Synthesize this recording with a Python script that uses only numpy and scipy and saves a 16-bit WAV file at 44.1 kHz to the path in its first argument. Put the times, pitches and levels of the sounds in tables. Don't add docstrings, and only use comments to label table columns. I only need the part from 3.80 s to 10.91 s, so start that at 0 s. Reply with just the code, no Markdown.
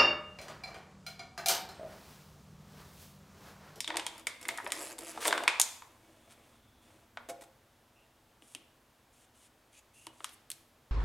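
import sys
import numpy as np
from scipy import signal
from scipy.io import wavfile
from scipy.ndimage import uniform_filter1d

SR = 44100
rng = np.random.default_rng(int(sys.argv[2]) if len(sys.argv) > 2 else 0)


def transcribe(u):
    v = np.clip(np.atleast_2d(u).T, -1, 1)
    q = np.round(v * 32767).astype(np.int16)
    wavfile.write(sys.argv[1], SR, q)


N = 313551
TIME = np.arange(N) / SR

COLOUR_PIVOT_HZ = 2500
PATCH_DB, PATCH_WIDTH = 9.5, .2

# (frequency [Hz], width [Hz], rise [dB])
BOX = [(330, 120, 7.5), (1060, 490, 6), (3230, 1400, 11), (9170, 3700, 12)]
# (frequency [Hz], relative level [dB], t60 [s])
TRAY_MODES = [(149, -22, .08), (320, -4.5, .13), (521, -4, .11), (561, -4, .11), (691, -2.5, .11),
              (799, -10, .09), (851, -6, .09), (1419, -9, .07)]
# (frequency [Hz], relative level [dB])
GROAN = [(60, -29.5), (150, -9), (320, 2.5), (600, 1), (1050, 2), (1600, -5), (2500, -2), (4000, -18.5),
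         (9000, -50)]
# (frequency [Hz], relative level [dB])
RASP = [(200, -20.5), (1000, 5.5), (2800, 4.5), (5000, -0.5), (9000, 3), (12000, -5), (16000, -15.5)]
# (frequency [Hz], level [dB])
SIDE_WIDTH = [(100, -26), (400, -14), (1400, -7), (5500, -7), (9000, -18.5), (14000, -26.5)]


def amp(db):
    return 10 ** (np.asarray(db) / 20)


def unit(x):
    return x / np.sqrt(np.mean(x ** 2) + 1e-20)


def blow(x):
    return x / np.sqrt(np.sum(x ** 2) / (.005 * SR) + 1e-20)


def read(points, hz):
    f, value = np.transpose(points)
    return np.interp(np.log(hz + 1), np.log(f + 1), value)


def add(mix, s, sound):
    part = mix[max(round(s * SR), 0):][:len(sound)]
    part += sound[:len(part)]


def body(spectrum, peaks=(), size=4096):
    hz = np.fft.rfftfreq(size, 1 / SR)
    db = read(spectrum, hz)
    for f, width, rise in peaks:
        db = db + rise / (1 + ((hz - f) / (width / 2)) ** 2)
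    log_gain = np.log(amp(np.r_[db, db[-2:0:-1]]))
    return np.fft.ifft(np.exp(np.conj(signal.hilbert(log_gain)))).real


def through(x, response):
    return signal.fftconvolve(x, response)[:len(x)]


def ring(modes, size=16384):
    t, out = np.arange(size) / SR, np.zeros(size)
    for k, (hz, db, t60) in enumerate(modes):
        out += (-1) ** k * amp(db - 60 * t / t60) * np.sin(2 * np.pi * hz * t)
    return out


def grains(per_s, spread_db):
    size = amp(spread_db * np.minimum(rng.exponential(1, N), 4))
    happens = rng.random(N) < per_s / SR
    return rng.standard_normal(N) * size * happens


def burst(ring_s, slow_s, crack_s=0.00005, size=2048):
    t, hz = np.arange(size) / SR, np.fft.rfftfreq(size, 1 / SR)
    rattle = rng.standard_normal(size) * (1 - np.exp(-t / crack_s)) * np.exp(-t / ring_s)
    z = np.fft.rfft(rattle)
    z /= abs(z) ** .4
    bending_delay = np.exp(-4j * np.pi * slow_s * np.sqrt(1000 * hz))
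    return np.fft.irfft(z * bending_delay)[:size // 2]


def clicks(rows, peaks, ring_s, slow_s, room_db, room_peaks):
    # (frequency [Hz], relative level [dB])
    top = [(100, -18), (300, -2.5), (700, 7), (9500, 2.5), (12000, 1), (16000, -18.5)]
    low_shelf_db = -13.5
    ring_growth = 0.12
    near, far = np.zeros(N), np.zeros(N)
    hz = np.geomspace(50, 16000, 60)
    octave = np.log2(np.maximum(hz, 300) / COLOUR_PIVOT_HZ)
    low_cut = signal.butter(3, 220, "high", fs=SR, output="sos")
    for s, db, tilt_db, focus_db, patch_hz, edge_hz in rows:
        resonances = peaks + [(patch_hz, PATCH_WIDTH * patch_hz, PATCH_DB)]
        shelf = np.maximum(-10 * np.log10(1 + (edge_hz / hz) ** 10), low_shelf_db)
        colour = read(top, hz) + tilt_db * octave - focus_db * octave ** 2 + shelf
        colour = np.c_[hz, np.maximum(colour - colour.max(), -70)]
        patch_ring_s = ring_s * (COLOUR_PIVOT_HZ / patch_hz) ** ring_growth
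        direct = through(body(colour, resonances), burst(patch_ring_s, slow_s))
        add(near, s, amp(db) * blow(signal.sosfilt(low_cut, direct)))
        evened = [(f, width, room_peaks * rise) for f, width, rise in resonances]
        add(far, s, amp(db + room_db) * blow(signal.sosfilt(low_cut, body(colour, evened))))
    return np.array([near, far])


def creaks(rows, width_hz, rough, edge=.5):
    out = np.zeros(N)
    pole = np.exp(-np.pi * width_hz / SR)
    for start, end, first_hz, last_hz, db in rows:
        size = round((end - start) * SR)
        phase = 2 * np.pi * np.cumsum(np.geomspace(first_hz, last_hz, size)) / SR
        slow_noise = signal.lfilter([1], np.poly([pole, pole]), rng.standard_normal((2, SR // 4)))
        a, b = unit(slow_noise)[:, -size:]
        tone = (1 + rough * a) * np.cos(phase) + rough * b * np.sin(phase)
        add(out, start, amp(db) * unit(tone) * signal.windows.tukey(size, edge))
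    return signal.sosfilt(signal.butter(4, 200, "high", fs=SR, output="sos"), out)


def floor():
    # (frequency [Hz], relative density [dB])
    hiss_colour = [(12, -39.5), (20, -8), (113, -3.5), (172, -8.5), (234, -3), (620, 1), (1060, -2.5),
                   (2460, -9), (3440, -10), (4180, -13), (14700, -18.5), (16000, -24)]
    # (frequency [Hz], width [Hz], rise [dB])
    hum = [(50, 15, 8), (132, 30, 10.5), (326, 11, 10)]
    return amp(-67.5) * unit(through(rng.standard_normal(N), body(hiss_colour, hum, size=16384)))


def rumble():
    # (time [s], level [dB])
    levels = [(0, -65.5), (2.0, -69), (3.55, -67.5), (3.9, -73.5)]
    # (frequency [Hz], relative level [dB])
    colour = [(15, -17), (50, -6), (110, -3.5), (170, -16), (240, -2.5), (330, -17), (600, -37)]
    noise = unit(through(rng.standard_normal(N), body(colour, size=16384)))
    return amp(np.interp(TIME, *np.transpose(levels))) * noise


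def whine(start=2.15, end=3.3, hz=3450, width_hz=200, pulses_per_s=21, db=-75):
    out = np.zeros(N)
    t = TIME[:round((end - start) * SR)]
    band = unit(signal.lfilter(*signal.iirpeak(hz, hz / width_hz, SR), rng.standard_normal(len(t))))
    flutter = .5 + .5 * np.sin(np.pi * pulses_per_s * t) ** 2
    add(out, start, amp(db) * band * flutter * signal.windows.tukey(len(t), .5))
    return out


def scatter(delay_s=0.0043, decay_s=0.013, size=2048):
    age = np.arange(size) / SR - delay_s
    h = rng.standard_normal(size) * (age > 0) * np.exp(-abs(age) / decay_s)
    return h / np.linalg.norm(h)


def tail(build_s=0.0021, size=28000):
    # (frequency [Hz], t60 [s])
    t60 = [(150, 0.13), (600, 0.65), (3000, 0.55), (9000, 0.41), (15000, 0.7)]
    # (frequency [Hz], relative level [dB])
    colour = [(100, -6), (350, 7.5), (1000, -0.5), (5500, -1.5), (12000, -6), (16000, -9)]
    hz, t, z = signal.stft(rng.standard_normal(size), SR, nperseg=256)
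    decay = amp(-60 * t / read(t60, hz)[:, None])
    h = signal.istft(z * decay, SR, nperseg=256)[1]
    h *= 1 - np.exp(-(np.arange(len(h)) / SR / build_s) ** 2)
    return through(h / np.linalg.norm(h), body(colour))


def room(x, wet_db=-7, scatter_db=-9.5):
    turn = 2 * np.pi * TIME
    first, second = np.cos(turn) * x, np.sin(turn) * x
    early = amp(scatter_db) * (through(first, scatter()) + through(second, scatter()))
    add(early, .0031, amp(-11) * x)
    mid = np.cos(turn) * through(x, tail()) + np.sin(turn) * through(x, tail())
    side = through(through(x, tail()), body(SIDE_WIDTH))
    return early + amp(wet_db) * mid, amp(wet_db) * side


def fingers(edge=0.27, pivot_hz=7000, uneven_db=0.8):
    # (start [s], end [s], level reached if the growth ran on for half a stroke
    # more [dB], growth over the stroke [dB], share inside the box [0-1], brightness [dB per octave])
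    strokes = [(4.607, 4.754, -53.5, 12.5, 0.03, -5), (5.316, 5.463, -65, 4.5, 0.1, -7.5),
               (5.537, 5.685, -59, 8, 0, -7), (5.917, 6.005, -56, 7, 0.8, -8.5),
               (6.128, 6.286, -64, 0.5, 0.7, -4), (6.317, 6.46, -53, 15, 0.1, -7.5),
               (6.486, 6.552, -49, 16, 0.3, 8)]
    # (frequency [Hz], relative level [dB])
    skin_colour = [(300, -50), (1500, -22.5), (3100, -2.5), (4500, -6.5), (7000, 4), (9500, 9.5),
                   (12500, -0.5), (16000, -25)]
    # (frequency [Hz], width [Hz], rise [dB])
    hollow = [(2500, 330, 10), (4550, 244, 9), (6440, 350, 12), (11100, 250, 12)]
    hollow_rise = .13
    grip = unit(uniform_filter1d(rng.standard_normal(N), size=500))
    friction = grains(per_s=29000, spread_db=4.5) * amp(uneven_db * grip)
    out = np.zeros(N)
    for start, end, db, growth_db, inside, tilt_db in strokes:
        skin = [(hz, level + tilt_db * np.log2(hz / pivot_hz)) for hz, level in skin_colour]
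        x = friction[round(start * SR):round(end * SR)]
        progress, hiss = np.linspace(0, 1, len(x)), np.zeros(len(x))
        places, step = np.linspace(0, 1, 6, retstep=True)
        for place in places:
            bend = 1 + hollow_rise * (place - .5)
            air = [(hz * bend, width, inside * rise) for hz, width, rise in hollow]
            hiss += through(x, body(skin, air)) * np.maximum(1 - abs(progress - place) / step, 0)
        level = amp(db + growth_db * (progress - 1.5))
        add(out, start, unit(hiss) * level * signal.windows.tukey(len(x), edge))
    return out


def finger_squeaks():
    # (start [s], end [s], first pitch [Hz], last pitch [Hz], level [dB])
    squeaks = [(4.14, 4.27, 2670, 2820, -73), (5.94, 6.0, 2450, 2470, -70), (6.12, 6.34, 2630, 2980, -67)]
    return creaks(squeaks, width_hz=350, rough=1.0)


def box_taps():
    # (time [s], level [dB], tilt [dB per octave], focus [dB per octave squared],
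    #  patch pitch [Hz], low edge [Hz], ring of the box [dB])
    taps = [(4.622, -56.5, -4.5, -0.53, 2560, 198, -62), (4.749, -39.5, -3.5, -1.04, 2820, 1900, -55.5),
            (6.268, -42, -2.5, -0.53, 960, 280, -56.5)]
    # (frequency [Hz], relative level [dB], t60 [s])
    modes = [(255, -7, .1), (328, -1, .11), (2980, -1, .06), (3340, -5, .1)]
    ringing = np.zeros(N)
    for s, *_, ring_db in taps:
        add(ringing, s, amp(ring_db) * ring(modes))
    rows = [row[:-1] for row in taps]
    return ringing + clicks(rows, BOX, ring_s=0.00067, slow_s=0.00098, room_db=-1, room_peaks=0.8)


def cable_clicks():
    # (time [s], level [dB], tilt [dB per octave], focus [dB per octave squared],
    #  patch pitch [Hz], low edge [Hz])
    rows = [(6.4045, -47.5, -8, 1.8, 1280, 260), (6.4436, -33.5, 0, 0.45, 1280, 920),
            (6.492, -52.5, -1, -0.5, 2600, 1520), (6.7022, -37, 0.5, -1.7, 7500, 1400),
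            (6.7155, -39, 3, -0.24, 4380, 1760)]
    return clicks(rows, BOX, ring_s=0.0014, slow_s=0.00054, room_db=-1, room_peaks=0.22)


def landing(scuff_s=0.0079, thud_db=-7, size=2048):
    # (time [s], ring [dB], scuff [dB])
    landings = [(3.488, -43, -45), (3.4955, -39.5, -41.5), (3.503, -48.5, -48), (3.513, -47.5, -69),
                (3.6105, -62, -52.5), (3.620, -52.5, -51), (3.637, -69, -55)]
    out, t = np.zeros(N), np.arange(size) / SR
    for s, ring_db, scuff_db in landings:
        contact = rng.standard_normal(size) * np.exp(-t / scuff_s)
        scuff = blow(through(contact, body(RASP)))
        thud = blow(through(contact, body(GROAN)))
        add(out, s, amp(ring_db) * ring(TRAY_MODES))
        add(out, s, amp(scuff_db) * (scuff + amp(thud_db) * thud))
    return out


def pressure(start, end, growth_db):
    attack_s, release_s = 0.013, 0.015
    attack = np.clip((TIME - start) / attack_s, 0, 1)
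    release = np.exp(-np.maximum(TIME - end, 0) / release_s)
    return attack * amp(np.interp(TIME, [start, end], [-growth_db, 0])) * release


def crinkles(per_s=120, spread_db=4, peak_db=14, count=220):
    low_hz, high_hz = 540, 2670
    out, now = np.zeros(N), 0
    for gap, place, strong in rng.random((count, 3)):
        now += (.2 + 1.6 * gap) / per_s
        hz = low_hz * (high_hz / low_hz) ** place
        patch = body(GROAN, [(hz, PATCH_WIDTH * hz, peak_db)])
        flip = through(patch, burst(ring_s=.0005, slow_s=.0003))
        add(out, now, amp(spread_db * (2 * strong - 2.5)) * blow(flip))
    return out


def drag(ring_db=-7, groan_db=-6, rasp_db=-2, crinkle_db=-2):
    # (start [s], end [s], final drive of its walls [dB],
    # final drive of its rim [dB], growth over the stroke [dB])
    strokes = [(0.066, 0.196, -42, -78, 8), (0.24, 0.407, -54, -59, 8.5), (0.604, 0.925, -55, -59.5, -2),
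               (0.915, 1.124, -50, -54, -4.5), (1.195, 1.403, -50.5, -52.5, 5),
               (1.4, 1.473, -55, -32.5, 9.5), (1.444, 1.644, -43.5, -55.5, -4.5),
               (2.04, 2.766, -67, -70, 1.5), (2.483, 2.526, -72, -57, 5), (3.011, 3.242, -71, -72.5, -4.5)]
    wall, rim = np.zeros(N), np.zeros(N)
    for start, end, wall_db, rim_db, growth_db in strokes:
        stroke = pressure(start, end, growth_db)
        wall = np.maximum(wall, amp(wall_db) * stroke)
        rim = np.maximum(rim, amp(rim_db) * stroke)
    push = unit(grains(per_s=610, spread_db=3.0)) * wall
    scratch = unit(grains(per_s=5000, spread_db=1.5)) * rim
    out = amp(crinkle_db) * wall * crinkles()
    paths = [(push, body(GROAN), groan_db), (push, ring(TRAY_MODES), ring_db),
             (scratch, body(RASP), rasp_db)]
    for x, h, db in paths:
        out = out + amp(db) * through(x, h / np.linalg.norm(h))
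    return out


def wall_creaks():
    # (start [s], end [s], first pitch [Hz], last pitch [Hz], level [dB])
    rows = [(.695, 0.75, 653, 701, -50), (.838, 0.859, 445, 322, -49), (.862, 0.897, 546, 726, -48),
            (1.372, 1.438, 427, 492, -48.5), (1.466, 1.503, 545, 770, -39.5)]
    return creaks(rows, width_hz=200, rough=.35)


def chatter(jitter=0.082, spread_db=1.5, size=512):
    # (time [s], rate [slips per s], level [dB])
    pulls = [
        [(.953, 84, -49), (.98, 124, -48), (1.03, 146, -43.5), (1.10, 126, -51.5), (1.132, 75, -47.5)],
        [(1.208, 78, -48.5), (1.24, 68, -50), (1.262, 170, -48.5), (1.29, 160, -47), (1.318, 200, -49.5)],
    ]
    # (time [s], level [dB])
    scuffs = [(.379, -51.5), (.395, -54), (.6122, -49.5), (.628, -48), (0.844, -51.5), (.8545, -55),
              (.874, -46.5)]
    # (frequency [Hz], relative level [dB])
    slip_colour = [(200, -20.5), (600, 0.5), (1300, -0.5), (2400, 3.5), (3800, -6), (5000, 2), (6000, -1),
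                   (7600, 7), (8700, 1), (10800, 6.5), (13000, -7.5), (16000, -19)]
    slip_ring_s, scuff_s = .0009, .0012
    out, t = np.zeros(N), np.arange(size) / SR
    for pull in pulls:
        s, rate, db = np.transpose(pull)
        now = s[0]
        for late, strong, octaves, *noise in rng.standard_normal((40, size + 3)):
            if now > s[-1]:
                break
            hz = COLOUR_PIVOT_HZ * 2 ** octaves
            patch = body(slip_colour, [(hz, PATCH_WIDTH * hz, PATCH_DB)])
            slip = blow(through(noise * np.exp(-t / slip_ring_s), patch))
            add(out, now, amp(np.interp(now, s, db) + spread_db * strong) * slip)
            now += np.exp(jitter * late) / np.interp(now, s, rate)
    for s, db in scuffs:
        rub = rng.standard_normal(size) * t * np.exp(-t / scuff_s)
        add(out, s, amp(db) * blow(through(rub, body(slip_colour))))
    return out


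def tray_snaps():
    # (time [s], level [dB], tilt [dB per octave], focus [dB per octave squared],
    #  pitch of the patch that flips [Hz], low edge [Hz])
    snaps = [(.0046, -31.5, -1, 0, 5340, 1930), (.0437, -37.5, -5.5, 2.5, 3780, 2450),
             (.0762, -32.5, -1, 2, 3350, 850), (.1028, -32.5, -9.5, 2.4, 1900, 620),
             (.1417, -35, -8.5, 2.7, 950, 754), (.1577, -37.5, -7, 0.5, 1020, 650),
             (.1691, -28, -1, 0.8, 915, 456), (.1956, -35, -2, 2, 2900, 800),
             (.2652, -31.5, -0.3, 0.7, 3250, 604), (.4694, -28.5, -3, -0.4, 2180, 1150),
             (.6528, -41, -6, 0, 2100, 900), (.6838, -36, -1, -4.5, 7200, 1050),
             (.6878, -29, -3, 1.7, 2070, 745), (.7748, -40.5, -2, -1, 1870, 990),
             (.7835, -36, -21.5, 10, 1840, 716), (.8, -40.5, -20, 7.5, 1890, 815),
             (.8641, -34.5, -12.5, 4.5, 1910, 595), (.9037, -47, 0, 1.5, 2950, 1810),
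             (.9201, -28.5, -2, -0.8, 1976, 1326), (1.1829, -46, -1.5, 1.5, 7877, 595.7),
             (1.1882, -40, -0.5, -2, 467.3, 251), (1.375, -36.5, -9, -0.5, 1325, 694.5),
             (1.4533, -30, -2, 1.8, 1786, 701), (1.4575, -30, -6, 0, 1059, 200),
             (1.462, -34, -5.5, 0, 2100, 300), (1.4735, -29.5, 4.2, -3.8, 8530, 400),
             (1.4793, -24.5, -1.5, -0.73, 3666, 400), (1.486, -33, -9, -0.7, 641, 178.6),
             (1.508, -33, -7, 2.5, 1822, 547.3), (1.5264, -22, -8.5, 0.75, 1557, 1053),
             (1.5773, -30.5, -5.5, 1.5, 1448, 1100), (1.604, -39, -10, 2, 1055, 700),
             (1.636, -36, -5, -1, 2840, 600), (1.6778, -17, -5.5, 0.8, 2493, 998),
             (1.7979, -19, 0, -1.1, 6780, 750), (1.8143, -19.5, 2, 0, 6440, 3000),
             (2.0209, -44.5, -9, 1, 1026, 880), (3.3718, -38, -9.5, 3.5, 1460, 325)]
    # (frequency [Hz], width [Hz], rise [dB])
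    sheet = [(950, 130, 6), (1500, 720, -3), (2190, 620, 3), (3560, 480, 7), (4800, 580, 3.5),
             (7150, 600, 6.5), (8780, 1700, 9.5)]
    return clicks(snaps, sheet, ring_s=0.0016, slow_s=.0006, room_db=2.0, room_peaks=0.9)


def scene(chatter_room_db=1, drag_room_db=-1, landing_room_db=-2.0, finger_room_db=-2,
          floor_side_db=-5, lean=0.018, port_lag=.08):
    near, far = tray_snaps() + box_taps() + cable_clicks()
    tray = drag() + wall_creaks()
    hands = fingers() + finger_squeaks()
    sends = [(chatter(), chatter_room_db), (tray, drag_room_db),
             (landing(), landing_room_db), (hands, finger_room_db)]
    for sound, room_db in sends:
        near = near + sound
        far = far + amp(room_db) * sound
    mid, side = room(far)
    mid = mid + near + floor() + rumble() + whine()
    side = side + lean * near + port_lag * np.gradient(near)
    side = side + amp(floor_side_db) * through(floor(), body(SIDE_WIDTH))
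    return np.array([mid + side, mid - side])


def record(dry):
    low_pass = signal.firwin(255, 16200, window=("kaiser", 9), fs=SR)
    return signal.oaconvolve(dry, low_pass[None], "same")


dry = scene()
out = record(dry)
transcribe(out)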